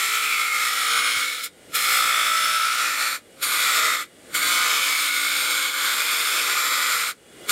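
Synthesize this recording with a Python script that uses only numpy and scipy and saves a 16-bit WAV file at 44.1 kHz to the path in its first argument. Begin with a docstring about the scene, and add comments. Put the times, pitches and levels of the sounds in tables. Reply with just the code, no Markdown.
"""Steel plate on a bench grinder

A steel plate is pressed edge-on against the wheel in five passes, close up in a small workshop.
The grit rakes the edge in a pattern that comes round every turn and slowly wears; plate and tool rest
ring with it and squeal as the edge catches. Each pass bites, beds in and lets go. The motor sags under
the push and whirrs in between. Two soft low bumps sit under the first pass."""
import sys
import numpy as np
from scipy import signal
from scipy.fft import rfft, irfft, next_fast_len
from scipy.io import wavfile
from scipy.ndimage import uniform_filter1d, map_coordinates

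SR = 44100
rng = np.random.default_rng(int(sys.argv[2]) if len(sys.argv) > 2 else 0)


def store_pcm(level_fs):
    """Save levels as 16-bit WAV."""
    pcm = np.round(np.clip(level_fs, -1, 1) * 32767).astype(np.int16)
    wavfile.write(sys.argv[1], SR, np.atleast_2d(pcm).T)


N = 331305
T = np.arange(N) / SR

# the plate on the wheel:
# (touch [s], lift [s], release [s], seating firmness [0-1], after-ring send [dB], whirr gain ride [dB])
PASSES = [(0, 1.46, .036, 0.95, 0, -3), (1.752, 3.155, 0.047, 1, -1, 8), (3.429, 4.011, 0.052, .5, -1, 6),
          (4.35, 7.102, .036, 0.88, -11.5, 10), (7.495, 7.599, 0.035, 0.6, 0, 13)]
# loudness of the grinding, one list for each long pass: (time [s], level [dB])
PASS_LEVELS = [
    [(0.0, -22.5), (0.046, -22.5), (0.454, -22), (0.512, -25.5), (0.556, -21), (0.744, -23.5), (0.99, -20),
     (1.238, -23.5), (1.43, -32.5)],
    [(1.78, -23), (1.952, -18), (2.04, -20), (2.656, -21.5), (2.77, -23.5), (2.782, -21), (2.934, -24.5),
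     (3.076, -22), (3.155, -28.5)],
    [(3.46, -25), (3.524, -21.5), (3.8, -19), (3.932, -21), (3.976, -26.5), (4.01, -26.5)],
    [(4.38, -23), (4.51, -19.5), (5.17, -22.5), (5.64, -22), (5.72, -26.5), (5.88, -20.5), (5.9, -22.5),
     (6.95, -21.5), (7.1, -26)],
]
# how hard the hand pushes: (time [s], drag on the wheel [turns/s])
PUSH = [(0.0, 1.51), (0.44, 1.48), (0.47, 1.07), (0.77, 1.45), (1.09, 2.5), (1.41, 0.09), (1.75, 0.3),
        (2.29, 2), (2.79, 2), (3.15, 1.18), (3.51, 0.17), (3.7, 1.93), (3.87, 2), (4.39, 0.0), (4.54, 1.55),
        (5.41, 1.25), (5.81, 0.38), (5.99, 0.96), (6.85, 1.84), (7.1, 1.5)]
# how the plate is held: (time [s], sideways shift [relative], lean [relative], brightness [dB/octave])
HOLD = [(0, -.7, -0.036, 1.2), (.35, -0.16, -0.034, 1), (.58, -0.82, -0.028, 1), (.75, -0.71, -0.44, 0.5),
        (.97, 0.24, -0.55, -0.4), (1.4, -0.0012, -0.97, 0.4), (1.76, -0.53, -1.14, 0.75),
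        (2.15, -0.48, -.36, -.1), (2.4, -0.73, -.32, 1), (2.85, -0.74, 0.31, -0.16), (3.15, -.35, 0.47, .5),
        (3.5, 0.63, 0.55, 0.2), (3.72, -0.61, 0.25, .5), (3.9, -.5, 0.55, -0.2), (4.36, .96, .45, 0.8),
        (4.62, 0.29, 0.18, -.15), (5, 0.71, 0.06, 0.8), (5.75, 1, .3, -0.54), (6.27, 0.37, 0.28, 0.6),
        (6.5, -0.44, 0.75, -1), (7.06, .1, 0.43, 0.3), (7.5, .88, 0.46, -0.5)]
# the edge digs in, briefly louder and brighter: (time [s], boost [dB], brightness [dB/octave])
BITES = [(1.447, 5.5, 4.5), (1.755, 5.5, 1.5), (3.436, 5, 1.6), (4.354, 3, 0), (7.5, 8.5, 1.4)]
# resonances of plate and tool rest:
# (frequency [Hz], width [Hz], level [dB], change with shift [dB/unit], change with lean [dB/unit])
PLATE_MODES = [(322, 32, -21, 4.5, 8), (492, 42, -13, 0.8, -0.5), (660, 50, -16, 1.5, 0.5),
               (768, 17, -20, -8.5, -2), (1238, 132, -4, 0.5, 6), (1318, 60, 1.25, -11, -2.5),
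               (1476, 111, -1.5, 3.5, 1.5), (1736, 59, -6.5, -4, 1), (1990, 175, -4, -5.5, 1.9),
               (2187, 88, -1.2, 6.5, -4.5), (2395, 176, -2.5, -1, 0), (2950, 340, -10, 0.5, -3),
               (3374, 207, -5, 2.5, -3), (3740, 253, -6, 1.5, -1.5), (4147, 190, -7.5, 0.5, -2),
               (4530, 144, -8.5, 1.5, 3), (5220, 390, -11.5, 0.5, -3.5), (6340, 1340, -17.5, -1.5, 1),
               (6850, 290, -16, 8, -4), (7310, 370, -11, 1, 6), (7680, 1300, -19, -5.5, -3.5),
               (8750, 550, -14.5, 3.5, 7.5), (9520, 730, -14.5, 0.5, -4), (11440, 460, -19.5, -0.5, 5),
               (12050, 880, -18.5, 3, 11), (12400, 1030, -24.5, -5, -9.5), (14372, 2600, -23.3, 2, -0.1)]
# the edge catches and squeals: (peak time [s], half-length [s], frequency [Hz], width [Hz], boost [dB])
SQUEALS = [(0.317, 0.18, 2530, 412, 11), (0.567, 0.13, 2145, 84, 14.5), (.7, .12, 5200, 200, 7),
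           (1.02, 0.21, 1160, 125, 9), (1.08, 0.14, 9700, 500, 5.5), (2.4, 0.069, 1980, 100, 6),
           (2.48, .25, 5300, 130, 11.5), (2.55, .3, 680, 70, 9.5), (3.043, .09, 4300, 201, 10),
           (3.477, .09, 9630, 520, 12), (3.761, 0.18, 644, 63, 12), (3.85, .22, 5250, 250, 7.5),
           (5.296, 0.3, 2220, 68, 4), (6.05, .11, 2460, 110, 10), (6.1, 0.95, 4950, 150, 10)]
# fine grit crumbles sooner than coarse: (frequency [Hz], weight on the repeating share [factor])
GRIT_SURVIVAL = [(300, 1), (1400, 0.98), (2400, 0.92), (4500, 0.58), (8000, 0.86), (14000, 0.37)]
# the rim's high spots rock the whole plate: (frequency [Hz], throb depth [factor])
THROB_DEPTH = [(300, 0.95), (1300, 0.64), (2300, 0.31), (4000, 0.12), (12000, 0.088)]
# lightly damped steel that rings on after lift-off: (frequency [Hz], t60 [s], relative level [dB])
AFTERRING_MODES = [(2020, .28, -21), (2210, 0.16, -14), (3710, 0.4, -18.5)]
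# tone of the grinder's whirr: (frequency [Hz], relative level [dB])
WHIRR_EQ = [(25, -23), (60, -11), (110, -8), (200, -4.5), (500, -1.5), (720, -9.5), (950, -18),
            (1400, -13.5), (2200, -13), (2600, -17.5), (3200, -16), (6000, -22.5), (8500, -15.5),
            (15500, -33)]
# spinning wheel and guard sing faintly: (frequency [Hz], width [Hz], boost at unity send [dB])
GUARD_MODES = [(1430, 30, 4.5), (2030, 46, 6), (2880, 40, 15), (3130, 36, 5), (3380, 40, 11.5)]
# shaft hum: (harmonic [multiple of wheel speed], level before the load's gain [dB])
HUM_HARMONICS = [(1, -79), (3, -73.5), (5, -58.5), (8, -59), (9, -58.5)]
# soft low bumps: (time [s], level [dB])
BUMPS = [(.975, -52), (1.165, -47)]
# slap off nearby hard surfaces: (delay [s], level [dB])
BENCH_ECHOES = [(.00131, -33), (.00227, -19.5), (.00353, -19), (.00491, -17.5), (.00683, -22.5)]
# the workshop's decay: (frequency [Hz], t60 [s])
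ROOM_DECAY = [(200, 0.36), (1500, 0.11), (6000, 0.14), (15000, 0.083)]

FRAME = dict(nperseg=1024, noverlap=768)


def grinding(turns, window=3600):
    """The ringing plate, levelled and then ridden by the hand that holds it to the wheel."""
    ring = bench_slap(plate(scrape(turns)))
    power = uniform_filter1d(uniform_filter1d(ring ** 2, window), window)
    return amp(grinding_db()) * ring / np.sqrt(power + 1e-20)


def scrape(turns):
    """Force on the edge: repeating grit plus fresh chips, throbbing as high spots of the rim pass."""
    hz, t, rim = signal.stft(wheel_face(turns, wear_turns=18.5, spread_db=6.0), SR, **FRAME)
    chips = signal.stft(grit(N, spread_db=7.0), SR, **FRAME)[2]
    repeating = np.clip(np.outer(spectrum(GRIT_SURVIVAL, hz), np.interp(t, T, seating())), 0, 1)
    force = signal.istft(np.sqrt(repeating) * rim + np.sqrt(1 - repeating) * chips, SR, **FRAME)[1][:N]
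    high_spots = wheel_face(turns, wear_turns=50, spread_db=-2, grains=10)
    throb = amp(np.cos(2 * np.pi * turns) + 0.68 * high_spots) - 1
    force += throb * coloured(force, lambda hz: spectrum(THROB_DEPTH, hz))
    return unit(force * amp(0.83 * wander(rate_hz=19)))  # the hand trembles


def wheel_face(turns, wear_turns, spread_db, grains=768):
    """The grains round the rim, met again on each turn; wear slowly replaces them."""
    keep = np.exp(-1 / wear_turns)
    fresh = grit((int(turns[-1]) + 2, grains), spread_db)
    face = signal.lfilter([np.sqrt(1 - keep ** 2)], [1, -keep], fresh, axis=0, zi=keep * fresh[-1:])[0]
    return unit(map_coordinates(face.ravel(), [turns * grains], order=3, mode="nearest"))


def grit(shape, spread_db):
    """Tiny impacts of abrasive grains, a few much larger than the rest."""
    impacts = rng.uniform(-1.0, 1, shape)
    return unit(impacts * amp(spread_db * np.clip(rng.standard_normal(shape), -2.37, 2.37)))


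def plate(force):
    """Plate and tool rest ring; where the edge touches decides how hard each mode is driven."""
    hz, t, drive = signal.stft(force, SR, **FRAME)
    shift, lean, bright_db = curve(HOLD, t)
    bright_db += sum(tilt_db * bite(s, t) for s, _, tilt_db in BITES)
    centre, width, db, by_shift, by_lean = np.transpose(PLATE_MODES)[:, :, None]
    power = resonance(hz, centre, width).T @ amp(db + by_shift * shift + by_lean * lean) ** 2
    octaves = np.log2(np.maximum(hz, 800) / 3000)
    gain = np.sqrt(power) * amp(squeal_db(hz, t) + np.outer(octaves, bright_db))
    gain *= amp(1.19 * drift(gain.shape))  # the contact creeps along the edge
    gain /= np.sqrt(np.mean(gain ** 2, axis=0))  # shape the tone, hold the level
    return signal.istft(drive * gain, SR, **FRAME)[1][:N]


def squeal_db(hz, t):
    """The edge catches: narrow peaks swell out of the grind and sink back."""
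    peak_s, half_length, centre, width, db = np.transpose(SQUEALS)[:, :, None]
    return resonance(hz, centre, width).T @ (db * np.exp(-((t - peak_s) / half_length) ** 2))


def grinding_db():
    """Envelope of the passes, with their bites and releases."""
    return curve(np.vstack(PASS_LEVELS))[0] + contact_db() + sum(db * bite(s, T) for s, db, _ in BITES)


def contact_db(approach_s=0.042):
    """The rim's high spots graze the edge, then it holds at 0 dB and lets go."""
    envelopes = []
    for touch, lift, release, *_ in PASSES:
        graze_db = -24.5 * (np.maximum(touch - T, 0) / approach_s) ** 0.72
        release_db = -25 * (np.maximum(T - lift, 0) / release) ** 1.332
        envelopes.append(graze_db + release_db)
    return np.max(envelopes, axis=0)


def bite(peak_s, t, half_length_s=0.017):
    """Short hump of height 1 as the edge digs in."""
    return np.exp(-((t - peak_s) / half_length_s) ** 2)


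def seating(loose=0.12, bed_in_drag_hz=1.0, loosen_s=2.9):
    """Share of the scrape that repeats each turn: it grows with the push and wears off during a pass."""
    touch, _, _, firmness, *_ = current_pass()
    bedded = firmness * np.tanh(drag() / bed_in_drag_hz)
    return loose + (1 - loose) * bedded * np.exp(-(T - touch) / loosen_s)


def current_pass():
    """The columns of the latest pass at every moment."""
    table = np.array(PASSES)
    return table[np.searchsorted(table[1:, 0], T)].T


def drag():
    """Pull of the edge on the wheel while they touch, in turns per second."""
    return np.maximum(curve(PUSH)[0], 0) * (contact_db() > -3)


def wheel_turns(idle_hz=59.46, inertia_s=0.0634):
    """The shaft's angle in turns; the heavy wheel slows and recovers a little behind the push."""
    keep, pull = np.exp(-1 / (inertia_s * SR)), drag()
    sag = signal.lfilter([1 - keep], [1, -keep], pull, zi=keep * pull[:1])[0]
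    return np.cumsum(idle_hz - sag) / SR


def afterring(grind):
    """A few sharp steel modes store the grinding and let it go slowly."""
    *_, send_db, _ = current_pass()
    t = T[:32768]
    ring = sum(amp(db - 60 * t / t60) * np.sin(2 * np.pi * hz * t) / np.sqrt(t60)
               for hz, t60, db in AFTERRING_MODES)
    return signal.fftconvolve(grind * amp(send_db), ring / np.linalg.norm(ring))[:N]


def whirr(turns, level_db=-55, rise_s=0.21, sink_s=0.42):
    """Background whirr; it rises in each gap and sinks as grinding resumes, like a recorder's auto gain."""
    rush = rng.standard_normal(N) + 0.58 * wheel_face(turns, wear_turns=7.2, spread_db=0.0)
    air = coloured(rush, lambda hz: amp(spectrum(WHIRR_EQ, hz)))
    rides_db = [db * np.exp(-((T - touch) / np.where(T < touch, rise_s, sink_s)) ** 2)
                for touch, *_, db in PASSES]
    return unit(air + guard_song(air)) * amp(level_db + np.max(rides_db, axis=0))


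def guard_song(air, covered_send=0.5, bared_at_s=7.38, half_length_s=0.16):
    """The guard sings in the airflow, most when the plate is drawn aside and bares its mouth."""
    song = coloured(air, lambda hz: amp(sum(db * resonance(hz, f, w) for f, w, db in GUARD_MODES)) - 1)
    return song * (covered_send + np.exp(-((T - bared_at_s) / half_length_s) ** 2))


def shaft_hum(turns, idle_gain=0.14):
    """Wavering harmonics of the shaft speed that grow under load."""
    hum = sum(amp(db + 2 * wander(rate_hz=1.6)) * np.sin(2 * np.pi * (harmonic * turns + rng.random()))
              for harmonic, db in HUM_HARMONICS)
    load = np.tanh(amp(grinding_db() + 23.0))
    return np.sqrt(2) * hum * (idle_gain + load)


def bumps(rise_s=0.0082):
    """Dull low thuds with no ring."""
    rumble = unit(coloured(rng.standard_normal(N), lambda hz: resonance(hz, centre_hz=80, width_hz=140)))
    ages = [np.maximum(T - s, 0) / rise_s for s, _ in BUMPS]
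    return rumble * sum(amp(db) * age * np.exp(1 - age) for age, (_, db) in zip(ages, BUMPS))


def bench_slap(x):
    """Motor housing, guard and bench top throw the sound straight back."""
    return x + sum(amp(db) * np.interp(T - delay_s, T, x, left=0) for delay_s, db in BENCH_ECHOES)


def workshop(x, predelay_s=0.003):
    """Dense reflections off bench and walls; the treble dies first."""
    hz, t, noise = signal.stft(rng.standard_normal(16384), SR, nperseg=256)
    tail = signal.istft(noise * amp(-60 * t / spectrum(ROOM_DECAY, hz)[:, None]), SR, nperseg=256)[1]
    tail[:round(predelay_s * SR)] = 0
    return signal.fftconvolve(x, tail / np.linalg.norm(tail))[:N]


def amp(db):
    """Decibels to gain."""
    return 10 ** (np.asarray(db) / 20)


def unit(x):
    """Scales to rms 1."""
    return x / np.sqrt(np.mean(x ** 2) + 1e-20)


def curve(rows, t=T):
    """Each column of a table as an automation lane at the times t."""
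    s, *columns = np.transpose(rows)
    return [np.interp(t, s, c) for c in columns]


def spectrum(rows, hz):
    """Reads a table on a log-frequency axis."""
    f, value = np.transpose(rows)
    return np.interp(np.log(hz + 1), np.log(f), value)


def resonance(hz, centre_hz, width_hz):
    """A steep-sided resonant peak of height 1."""
    return 1 / (1 + ((hz - centre_hz) / width_hz) ** 2) ** 2


def coloured(x, gain_at):
    """EQs x by a gain given as a function of frequency."""
    size = next_fast_len(N, real=True)
    return irfft(rfft(x, size) * gain_at(np.fft.rfftfreq(size, 1 / SR)), size)[:N]


def wander(rate_hz):
    """Slow random modulation, rms 1."""
    return unit(coloured(rng.standard_normal(N), lambda hz: resonance(hz, 0, rate_hz)))


def drift(shape, frames=60, bins=7):
    """Slow random patches over time and frequency, rms 1."""
    field = rng.standard_normal(shape[::-1])
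    for axis in (0, 1, 0, 1):
        field = uniform_filter1d(field, (frames, bins)[axis], axis=axis, mode="wrap")
    return unit(field).T


def scene():
    """Grind, whirr and hum share one shaft speed; the mix sits dead centre."""
    turns = wheel_turns()
    grind = grinding(turns)
    tails = amp(-20.0) * workshop(grind) + amp(-29.5) * afterring(grind)
    mix = grind + tails + whirr(turns) + shaft_hum(turns) + bumps()
    return np.array([mix, mix])


def record(dry, ceiling=0.62, low_cut_hz=40, high_cut_hz=15800):
    """The microphone rounds off the tallest peaks, sheds the deepest bass and limits the band."""
    x = dry / (1 + (dry / ceiling) ** 6) ** (1 / 6)
    x = signal.sosfilt(signal.butter(2, low_cut_hz, "highpass", fs=SR, output="sos"), x)
    return signal.oaconvolve(x, signal.firwin(511, high_cut_hz, window=("kaiser", 9), fs=SR)[None], "same")


dry = scene()
out = record(dry)
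store_pcm(out)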